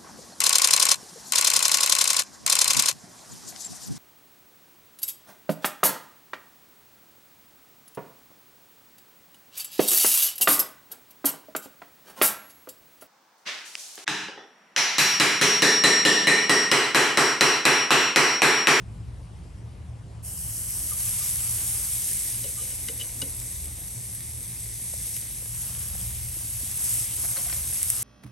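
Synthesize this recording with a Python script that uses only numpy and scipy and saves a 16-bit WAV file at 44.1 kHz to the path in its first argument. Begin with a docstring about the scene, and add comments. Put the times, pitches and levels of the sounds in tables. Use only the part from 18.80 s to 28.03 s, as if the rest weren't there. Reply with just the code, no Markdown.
"""Fat and juice sizzle and spit as two steaks are laid on a gas grill outdoors, close to a phone's two ports:
bubbling bursts coloured as bright spit, duller frying and a low simmer, with loud pops of fat on top. Burners
roar as noise in the firebox's resonances, with an unsteady hum; garden air is a smooth hiss behind. Steel tongs
ring in their own tone and in the modes of a plate and the grate bars, and chatter along them; soft bumps thud
without a ring. Between the two steaks the phone turns away to the plate, which recolours the sizzle and lowers
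the simmer."""
import sys
import numpy as np
from scipy import signal
from scipy.fft import rfft, irfft, next_fast_len
from scipy.io import wavfile
from scipy.ndimage import uniform_filter1d, map_coordinates

SR = 44100
rng = np.random.default_rng(int(sys.argv[2]) if len(sys.argv) > 2 else 0)


def wav_out(sig):
    """Save sig, one row per channel (or a flat mono array), as 16-bit PCM at SR to the path in sys.argv[1]."""
    wavfile.write(sys.argv[1], SR, np.round(np.clip(np.atleast_2d(sig).T, -1, 1) * 32767).astype(np.int16))


N = 407043

# the burners' roar: (time [s], level [dB])
ROAR_LEVEL = [(0, -37), (.4, -40), (3.0, -40.5), (3.6, -42.5), (5.5, -41.5), (6.5, -43.5), (7.2, -37),
              (7.7, -42.5), (8.1, -40.5), (9.23, -42.5)]
# resonances of the firebox: (centre [Hz], width [Hz], level [dB])
FIREBOX_RESONANCES = [(43, 4, -9), (55.8, 19, 1), (76.3, 5.5, 8), (94.5, 44, -5.5), (114.4, 17.8, 5.5),
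                      (165.2, 42, -7), (216, 37, -17)]
# garden air behind the grill: (time [s], level [dB])
AIR_LEVEL = [(0, -53.5), (3.3, -54.5), (4.4, -53), (5.0, -55), (7.5, -58), (8.4, -53.5), (9.23, -54.5)]
# colour of the garden air: (frequency [Hz], level [dB])
AIR_COLOUR = [(120, -25), (250, -3), (500, -9), (1000, -13), (1400, -18), (2900, -21), (3500, -25),
              (5000, -25), (6500, -28), (8600, -26), (10200, -22), (11200, -27), (11700, -45), (12200, -90)]

# spitting as it reaches the phone, before its flutter: (time [s], level [dB])
SPIT_LEVEL = [(1.44, -34), (1.66, -31.5), (2.2, -26.5), (2.94, -26), (3.43, -26), (3.74, -29),
              (4.33, -31.5), (4.69, -31), (4.95, -35), (5.32, -32.5), (5.43, -34.5), (5.84, -33.5),
              (6.08, -30.5), (6.36, -29), (6.47, -33), (6.71, -33), (6.8, -31), (6.95, -31), (7.1, -32),
              (7.4, -33), (7.95, -29.5), (7.99, -26), (8.23, -25), (8.27, -29.5), (8.38, -27.5),
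              (8.43, -25), (8.6, -27.5), (9.23, -27)]
# the phone's turn: (time [s], direction [0 facing the grill - 1 facing the plate])
PHONE_TURN = [(2.85, 0.31), (3.3, 0.68), (4.4, 1), (4.9, 1), (6.2, 0.98), (6.6, 0.64), (7.05, 0.11),
              (7.5, 0.32), (8.0, 0.4)]
# colour of the bright spitting: (frequency [Hz], level [dB])
SPIT_COLOUR = [(2000, -51.5), (4000, -25.5), (5300, -13.5), (6500, -10.5), (8000, -7), (9300, -2),
               (10500, 3), (11300, 0), (12200, -9), (13200, -12.5), (14300, -49), (15200, -18.5)]
# colour of the duller frying body: (frequency [Hz], level [dB])
FRYING_COLOUR = [(700, -34.5), (1400, -4), (2100, 6.5), (2500, 5.5), (3000, 7.5), (4000, 3), (5000, 3),
                 (8000, -15.5)]
# colour of the low simmer: (frequency [Hz], level [dB])
SIMMER_COLOUR = [(250, -13), (600, 0), (1200, 4), (1600, 4.5), (2500, -20)]
# added colour of spit and body before the juices run: (frequency [Hz], level [dB])
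DRY_COLOUR = [(1500, 5), (2400, -4), (3000, 2), (3600, -10), (4500, -0.5), (6000, -1)]
# added colour of spit and body with the phone turned away: (frequency [Hz], level [dB])
TURNED_AWAY_COLOUR = [(1500, -1), (2050, 1), (2450, -1.5), (2800, -4.5), (3150, -6), (3600, 1), (4300, -1),
                      (5400, -3), (6100, 0), (6900, -4.5), (8000, 0.5), (11500, -3.5), (13000, -6.5)]
# loud pops of fat: (time [s], click level [dB], duller part against it [dB], bounce delay [ms],
# spray against the click [dB])
FAT_POPS = [(2.096, -24, -20, .7, -12), (4.6005, -21, -28, .7, -18), (4.8555, -21, -13, 0.66, -13),
            (5.3494, -20, -17, 0.63, -18), (5.4054, -28, -4, 0.53, -20), (6.267, -17, -29, .6, -16),
            (6.3654, -14, -15, 0.77, -23), (6.658, -29, -3, 0.82, -20), (6.9494, -28, -5, 0.62, -21),
            (7.486, -25, -13, 0.96, -16), (9.0174, -20, -7, 0.51, -23), (9.029, -19, -23, 0.98, -1.5),
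            (9.101, -4, -23.5, 0.7, -14.5)]

# tongs on the grate: (time [s], ring level [dB], scrape [ms], weight in the modes under 350 Hz [dB],
# pitch that the contact point favours [Hz], its extra level [dB])
TONGS_ON_GRATE = [(2.111, -47, 5, -22.5, 1200, 21), (2.203, -43, 2.2, -30, 2160, -3),
                  (2.250, -54, 12, -26, 1200, 18), (2.400, -54, 12, -26, 1200, 21),
                  (8.433, -47, 3, -30, 1200, 14), (8.440, -45, 5, -30, 730, 18),
                  (8.515, -50, 3, -30, 1950, 6), (8.564, -41, 6.4, -23, 4350, 17),
                  (8.565, -48, 9, -19, 560, 22), (8.572, -48, 10, -30, 1050, 21),
                  (8.588, -49, 12, -30, 730, 21), (8.597, -46, 6, -30, 1950, 8),
                  (8.662, -48, 4, -18, 730, 18), (8.680, -48, 3.3, -30, 1950, 7),
                  (8.697, -40, 0.66, -32, 1500, 11), (8.726, -35.5, .9, -14, 2060, 2),
                  (8.762, -48, 3, -18, 560, 14)]
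# tongs on the plate: (time [s], ring level [dB], scrape [ms], weight in the modes under 350 Hz [dB],
# pitch that the contact point favours [Hz], its extra level [dB])
TONGS_ON_PLATE = [(3.543, -41, 1.5, -38, 2965, -3), (3.637, -34.5, 3.9, -16, 495, 9),
                  (3.67, -51, 10, -20, 540, 19), (3.765, -42, 20, -32, 1200, 19),
                  (3.80, -51, 12, -25, 495, 18), (3.865, -49, 10, -20, 540, 17),
                  (3.775, -41, 37, -30, 2965, 5.5), (3.910, -39, 5.2, -35, 540, 8),
                  (4.083, -32, 2.4, -25, 2073, 13), (4.086, -44.5, 3.4, -11, 495, 19),
                  (4.182, -50, 6, -20, 533, 21), (4.192, -35.5, 12, -20, 2965, 8),
                  (4.208, -41, 4.7, -22, 2965, 15), (4.238, -44, 6, -23, 2965, 5),
                  (4.290, -45, 1.5, -35, 3900, 2), (4.4165, -26, 2.2, -9, 2965, 4),
                  (4.436, -52, 10, -3, 495, 21), (6.073, -54, 2, -20, 3900, 0),
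                  (6.363, -47, 1.7, -15, 2073, 13)]
# ringing modes of the grate, with the tongs' own ring near 1200 Hz: (frequency [Hz], level [dB], free 60 dB
# decay [s])
GRATE_MODES = [(302, 1, .08), (564, 6.5, 0.071), (724, 7, 0.037), (1060, -8, 0.045), (1190, -2, 0.069),
               (1530, -2, 0.026), (1960, -4, .03), (2085, 0.5, .018), (2645, -9, 0.018), (3080, -1, .02),
               (4140, -8, .02), (4400, -7, .025), (5450, 0, .025)]
# ringing modes of the plate, with the tongs' own ring at 1200 Hz: (frequency [Hz], level [dB], free 60 dB decay
# [s])
PLATE_MODES = [(190, -4, .12), (280, -1, .18), (370, -7, .15), (460, -1, .13), (530, -1, .13),
               (620, -8, .1), (970, -9, .04), (1200, -10, .05), (1490, -5, .035), (2080, -10, .03),
               (2960, -1, .042), (3900, -7, .035), (4560, -13, .02), (5000, -9, .025), (5500, -10, .015),
               (6400, -10, .02), (9300, -8, .015)]
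# colour of the crack of a contact: (frequency [Hz], level [dB])
CRACK_COLOUR = [(150, -38), (600, -16), (1100, -8), (1600, 0), (3000, 10), (6000, 9), (10000, 14),
                (13000, -33)]

# meat or tongs set down without a ring: (time [s], level [dB], pitch [Hz], 60 dB decay [s],
# snap strength against it [dB])
SOFT_BUMPS = [(6.137, -43, 600, .012, 2), (6.501, -51, 900, .01, 0), (6.623, -47, 500, 0.018, -4),
              (6.658, -50, 1100, .008, 2), (6.905, -52, 600, .012, -2), (6.975, -50, 380, .02, -8),
              (7.032, -50, 400, .02, -5), (7.072, -50, 450, .02, -4), (7.152, -50, 780, .015, 6),
              (7.208, -52, 600, .015, 3), (7.566, -43.5, 326, 0.045, -8), (7.693, -49, 290, .04, -10),
              (7.811, -42, 550, 0.011, -8), (7.832, -42, 250, .04, -12)]
# colour of the dry edge of a bump: (frequency [Hz], level [dB])
SNAP_COLOUR = [(150, -25), (500, 11), (1200, -10), (2300, -6), (3200, -20), (6000, -47)]
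# tongs dragged off the bars, before the flicker: (time [s], level [dB])
RATTLE_LEVEL = [(8.40, -75), (8.44, -44), (8.47, -62), (8.54, -58), (8.575, -48), (8.62, -54), (8.66, -58),
                (8.73, -48), (8.77, -57), (8.81, -75)]
# colour of that chatter: (frequency [Hz], level [dB])
RATTLE_COLOUR = [(200, -25), (400, -6), (700, 2), (1200, 2), (2000, 2), (3500, -12), (5000, -12),
                 (7000, -35)]
# the two microphone ports: (frequency [Hz], likeness [0-1], left over right [dB], lead of right [rad])
MIC_PORTS = [(60, .97, .4, -.15), (300, .85, .2, -.3), (500, .6, .8, -.5), (700, .4, 3, -.7),
             (1300, .3, 4.5, -.2), (1900, .5, 1, .7), (2900, .7, 2, -.5), (4000, .88, 1, -.2),
             (5200, .62, 5, -.5), (6200, .88, .6, -.1), (7100, .55, 3, -.4), (8100, .9, .6, -.5),
             (8600, .96, 0, 0), (10250, .995, 0, 3.14), (11900, .96, 0, 6.28), (12600, .95, 0, 6.3),
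             (13400, .98, 0, 9.4), (14300, .98, 0, 9.5), (15000, .99, 0, 12.56)]

HUM_HZ, HUM_WANDERS_HZ = 54.46, 4
HUM_DB, HUM_FLICKERS_DB = -7, 2  # hum amplitude against the roar's rms
TOUCH_S, CATCH_S = 1.421, 0.042  # the meat touches down; the sizzle takes this long to catch
FULL_DB = -28  # spit level at which body and simmer stand at their own levels
BODY_DB, BODY_FOLLOWS = -46.5, 0.86  # level once juicy; dB per dB of spit
SIMMER_DB, SIMMER_FOLLOWS, SIMMER_AWAY_DB = -50.5, 0.92, -12  # the same; change when turned away
JUICE_S, DRY_DB = 0.76, -4  # the juices take this long to run; change of body and simmer before then
BODY_LAG_S = 0.35  # the body evens out changes quicker than this
LOW_DB, LOW_FOLLOWS = -13.5, 0.1  # modes from 350 to 900 Hz; dB per dB of weight
MIDDLE_DB = -8  # modes from 900 to 1700 Hz
UPPER_DB, PLATE_CRACK_DB, GRATE_CRACK_DB = 2.5, 6, 8  # modes from 3300 Hz and cracks, for a 1 ms contact
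UPPER_SOFTENS_DB, CRACK_SOFTENS_DB = 0.5, 3  # lost each time the scrape doubles in length
PLATE_LAG_S = 0.0049  # modes under 900 Hz speak this late, as the plate rocks onto the shelf
BLUR = 0.02  # a held object's modes smear over this share of their pitch
SNAP_T60_S = 0.02
BLOW_SPREAD = 0.33  # share of a blow that differs between the ports
TOP_HZ = 15900  # band limit of the microphone


def amp(db):
    """Amplitude of a level in dB."""
    return 10 ** (np.asarray(db) / 20)


def unit(x):
    """x scaled to an rms of one."""
    return x / np.sqrt(np.mean(x ** 2) + 1e-20)


def along(points, hz):
    """Each column after the frequency, read on a log axis."""
    f, *columns = np.transpose(points)
    return [np.interp(np.log(hz + 1), np.log(f + 1), column) for column in columns]


def curves(rows):
    """One value per sample for each column after the time."""
    s, *columns = np.transpose(rows)
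    return [np.interp(np.arange(N) / SR, s, column) for column in columns]


def wobble(rate):
    """A smooth random curve, rate knots a second."""
    knots = rng.standard_normal(int(N * rate / SR) + 4)
    return map_coordinates(knots, [np.arange(N) * rate / SR])


def filtered(x, response):
    """x shaped by a complex response of frequency."""
    m = next_fast_len(N + SR // 2, real=True)
    return irfft(rfft(x, m) * response(np.fft.rfftfreq(m, 1 / SR)), m)[..., :N]


def colour(points):
    """Zero-phase response with the given colour."""
    return lambda hz: amp(along(points, hz)[0])


def causal(points):
    """Minimum-phase response with the given colour, so that clicks start sharply."""
    def response(hz):
        cepstrum = irfft(np.log(colour(points)(hz)))
        half = len(cepstrum) // 2
        cepstrum[1:half] *= 2
        cepstrum[half + 1:] = 0
        return np.exp(rfft(cepstrum))
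    return response


def bursts(rate, spread_db, hiss):
    """A pair of streams of bursting steam bubbles of scattered size, over a power share of plain hiss."""
    size_db = spread_db * np.clip(rng.standard_normal((2, N)), -2, 2)
    size = amp(size_db) * rng.standard_normal((2, N))
    clicks = unit(size * (rng.random((2, N)) < rate / SR))
    return np.sqrt(1 - hiss) * clicks + np.sqrt(hiss) * rng.standard_normal((2, N))


def patchy(pair, depth_db):
    """Random gain patches over time and frequency, the same on both streams."""
    z = signal.stft(pair, nperseg=512)[2]
    field = uniform_filter1d(rng.standard_normal(z.shape[1:]), size=8, axis=0)
    field = uniform_filter1d(field, size=10, axis=1)
    return signal.istft(z * amp(depth_db * unit(field)), nperseg=512)[1][:, :N]


def burner_roar():
    """Flame noise booms in the firebox's resonances, with a low hum of unsteady pitch and level."""
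    def firebox(hz):
        power = sum((amp(db) / (1 + (2 * (hz - centre) / width) ** 2)) ** 2
                    for centre, width, db in FIREBOX_RESONANCES)
        return np.sqrt(power) / (1 + (36 / (hz + 1)) ** 6)  # little below 36 Hz
    roar_db, = curves(ROAR_LEVEL)
    roar = unit(filtered(rng.standard_normal((2, N)), firebox))
    hum = np.sin(2 * np.pi * np.cumsum(HUM_HZ + HUM_WANDERS_HZ * wobble(11)) / SR)
    roar[0] += amp(HUM_DB + HUM_FLICKERS_DB * wobble(3)) * hum  # only in the shared stream
    return amp(roar_db + 0.09 * wobble(2.46)) * roar


def garden_air():
    """Distant open air is a smooth coloured hiss with faint random patches."""
    air_db, = curves(AIR_LEVEL)
    hiss = patchy(rng.standard_normal((2, N)), 1.6)
    return amp(air_db) * unit(filtered(hiss, colour(AIR_COLOUR)))


def sizzle():
    """From touchdown, steam bubbles spit brightly at the grate over a duller frying body and a low simmer."""
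    (spit_db,), (away,) = curves(SPIT_LEVEL), curves(PHONE_TURN)
    since_touch = np.arange(N) / SR - TOUCH_S
    touching = np.clip(since_touch / CATCH_S, 0, 1) ** 1.16
    dryness = np.sqrt(np.clip(1 - since_touch / JUICE_S, 0, 1))
    even_db = uniform_filter1d(spit_db, size=round(BODY_LAG_S * SR))
    body_db = BODY_DB + DRY_DB * dryness + BODY_FOLLOWS * (even_db - FULL_DB)
    simmer_db = SIMMER_DB + DRY_DB * dryness + SIMMER_FOLLOWS * (spit_db - FULL_DB)
    simmer_db = simmer_db + SIMMER_AWAY_DB * away

    bubbles = bursts(3000, spread_db=4, hiss=0.78)
    spit = unit(filtered(patchy(bubbles, 1.0), causal(SPIT_COLOUR)))
    frying = patchy(bursts(1500, spread_db=4.5, hiss=0.76), 0.91)
    body = unit(filtered(frying, causal(FRYING_COLOUR)))
    simmer = unit(filtered(frying, causal(SIMMER_COLOUR)))

    flutter = wobble(13)  # shared by spit and body
    spit = amp(spit_db + 0.55 * flutter + 0.24 * wobble(30)) * spit
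    body = amp(body_db + 0.5 * flutter + 0.48 * wobble(4.95)) * body
    simmer = amp(simmer_db + 0.6 * wobble(8) + 0.8 * wobble(3)) * simmer

    facing = spit + body
    facing = (1 - dryness) * facing + dryness * filtered(facing, colour(DRY_COLOUR))
    turned = filtered(facing, colour(TURNED_AWAY_COLOUR))
    return touching * ((1 - away) * facing + away * turned + simmer)


def pops():
    """A pocket of fat bursts: a click, its bounce off the meat and a short spray, each bright and duller."""
    bright, dull = np.zeros(N + SR), np.zeros(N + SR)
    t = np.arange(SR // 50) / SR
    for s, db, dull_db, bounce_ms, spray_db in FAT_POPS:
        burst = amp(spray_db - 60 * t / 0.012) * rng.standard_normal(len(t))
        burst[0] += 1
        burst[round(bounce_ms * SR / 1000)] += 0.55
        start = round((s + 0.001) * SR)  # 1 ms after the listed time
        bright[start:][:len(t)] += amp(db) * burst
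        dull[start:][:len(t)] += amp(db + dull_db) * burst

    def click_scaled(x, points):
        """Colour x so that a lone click keeps its peak."""
        click = filtered(signal.unit_impulse(N), causal(points))
        return filtered(x[:N], causal(points)) / abs(click).max()
    return click_scaled(bright, SPIT_COLOUR) + click_scaled(dull, FRYING_COLOUR)


def tong_knocks(hits, modes, crack_db, lag_s):
    """Each contact is a short rough scrape that rings the modes and is heard itself as a crack."""
    rings, cracks, t = np.zeros(N + SR), np.zeros(N + SR), np.arange(SR // 5) / SR
    hz, level_db, t60 = np.transpose(modes)[:, :, None]
    low = hz[:, 0] < 900
    for s, db, scrape_ms, weight_db, favoured_hz, extra_db in hits:
        scrape_ms = max(scrape_ms, 0.5)
        doublings = np.log2(scrape_ms)
        low_db = LOW_DB + LOW_FOLLOWS * weight_db
        upper_db = UPPER_DB - UPPER_SOFTENS_DB * doublings
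        bands = [hz < 350, hz < 900, hz < 1700, hz < 3300]
        share_db = np.select(bands, [weight_db, low_db, MIDDLE_DB, 0], upper_db)
        share_db = share_db + extra_db * (abs(hz / favoured_hz - 1) < 0.08)
        scatter_db = rng.normal(0, 1.5, hz.shape)
        free = amp(level_db + share_db + scatter_db - 60 * t / t60)

        u = 1000 * t[:SR // 10] / scrape_ms  # time in scrape lengths
        scrape = 1.2 * u * np.exp(-1.5 * u) * rng.standard_normal(len(u))
        # the ring builds while the scrape lasts, but each mode keeps its energy
        driven = signal.fftconvolve(free, abs(scrape)[None], axes=1)[:, :len(t)]
        energy = np.linalg.norm(free, axis=1, keepdims=True)
        driven *= energy / np.linalg.norm(driven, axis=1, keepdims=True)
        # a wandering phase smears each mode
        drift = np.cumsum(rng.standard_normal(driven.shape), axis=1) * np.sqrt(2 * np.pi * BLUR * hz / SR)
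        driven *= np.sin(2 * np.pi * (hz * t + rng.random(hz.shape)) + drift)

        rings[round(s * SR):][:len(t)] += amp(db) * driven[~low].sum(axis=0)
        rings[round((s + lag_s) * SR):][:len(t)] += amp(db) * driven[low].sum(axis=0)
        cracks[round(s * SR):][:len(u)] += amp(db + crack_db - CRACK_SOFTENS_DB * doublings) * scrape
    return rings[:N] + filtered(cracks[:N], causal(CRACK_COLOUR))


def bumps():
    """A soft push that dies within a few cycles, with a dry noisy snap at its start."""
    pushes, snaps, t = np.zeros(N + SR), np.zeros(N + SR), np.arange(SR // 10) / SR
    for s, db, hz, t60, snap_db in SOFT_BUMPS:
        push = 2 * (1 - np.exp(-t * hz * 4)) * np.sin(2 * np.pi * hz * t)
        pushes[round(s * SR):][:len(t)] += amp(db - 60 * t / t60) * push
        snap = amp(db + snap_db + 12 - 60 * t / SNAP_T60_S) * rng.standard_normal(len(t))
        snaps[round(s * SR):][:len(t)] += snap
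    return pushes[:N] + filtered(snaps[:N], causal(SNAP_COLOUR))


def rattle():
    """The tongs chatter along the bars in small uneven contacts, heard as coloured clicks over hiss."""
    t = np.arange(N) / SR
    level_db, = curves(RATTLE_LEVEL)
    chatter = unit(filtered(bursts(400, spread_db=4, hiss=0.32)[0], causal(RATTLE_COLOUR)))
    dragging = (t > RATTLE_LEVEL[0][0]) * (t < RATTLE_LEVEL[-1][0])
    return amp(level_db + 2.5 * wobble(54)) * chatter * dragging


def scene():
    """Steady sources are a shared and a differing stream; blows come from one spot, a little to the left."""
    steady = burner_roar() + garden_air() + sizzle()
    blows = pops() + bumps() + rattle()
    blows = blows + tong_knocks(TONGS_ON_GRATE, GRATE_MODES, GRATE_CRACK_DB, lag_s=0)
    blows = blows + tong_knocks(TONGS_ON_PLATE, PLATE_MODES, PLATE_CRACK_DB, PLATE_LAG_S)
    streams = steady + np.array([blows, BLOW_SPREAD * blows])

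    def likeness(hz):
        """Weights of the two streams that give the ports their likeness at each frequency."""
        angle = np.arccos(np.clip(along(MIC_PORTS, hz)[0], 0, 1)) / 2
        return np.array([np.cos(angle), np.sin(angle)])
    shared, differing = filtered(streams, likeness)
    return np.array([shared + differing, shared - differing])


def record(dry):
    """The ports differ in level and phase, opposing each other near 10 kHz; nothing passes the band limit."""
    def ports(hz):
        _, balance_db, lead = along(MIC_PORTS, hz)
        side = np.array([[1], [-1]])  # left, right
        return amp(side * balance_db / 2) * np.exp(-0.5j * side * lead) * (hz < TOP_HZ)
    return filtered(dry, ports)


dry = scene()
out = record(dry)
wav_out(out)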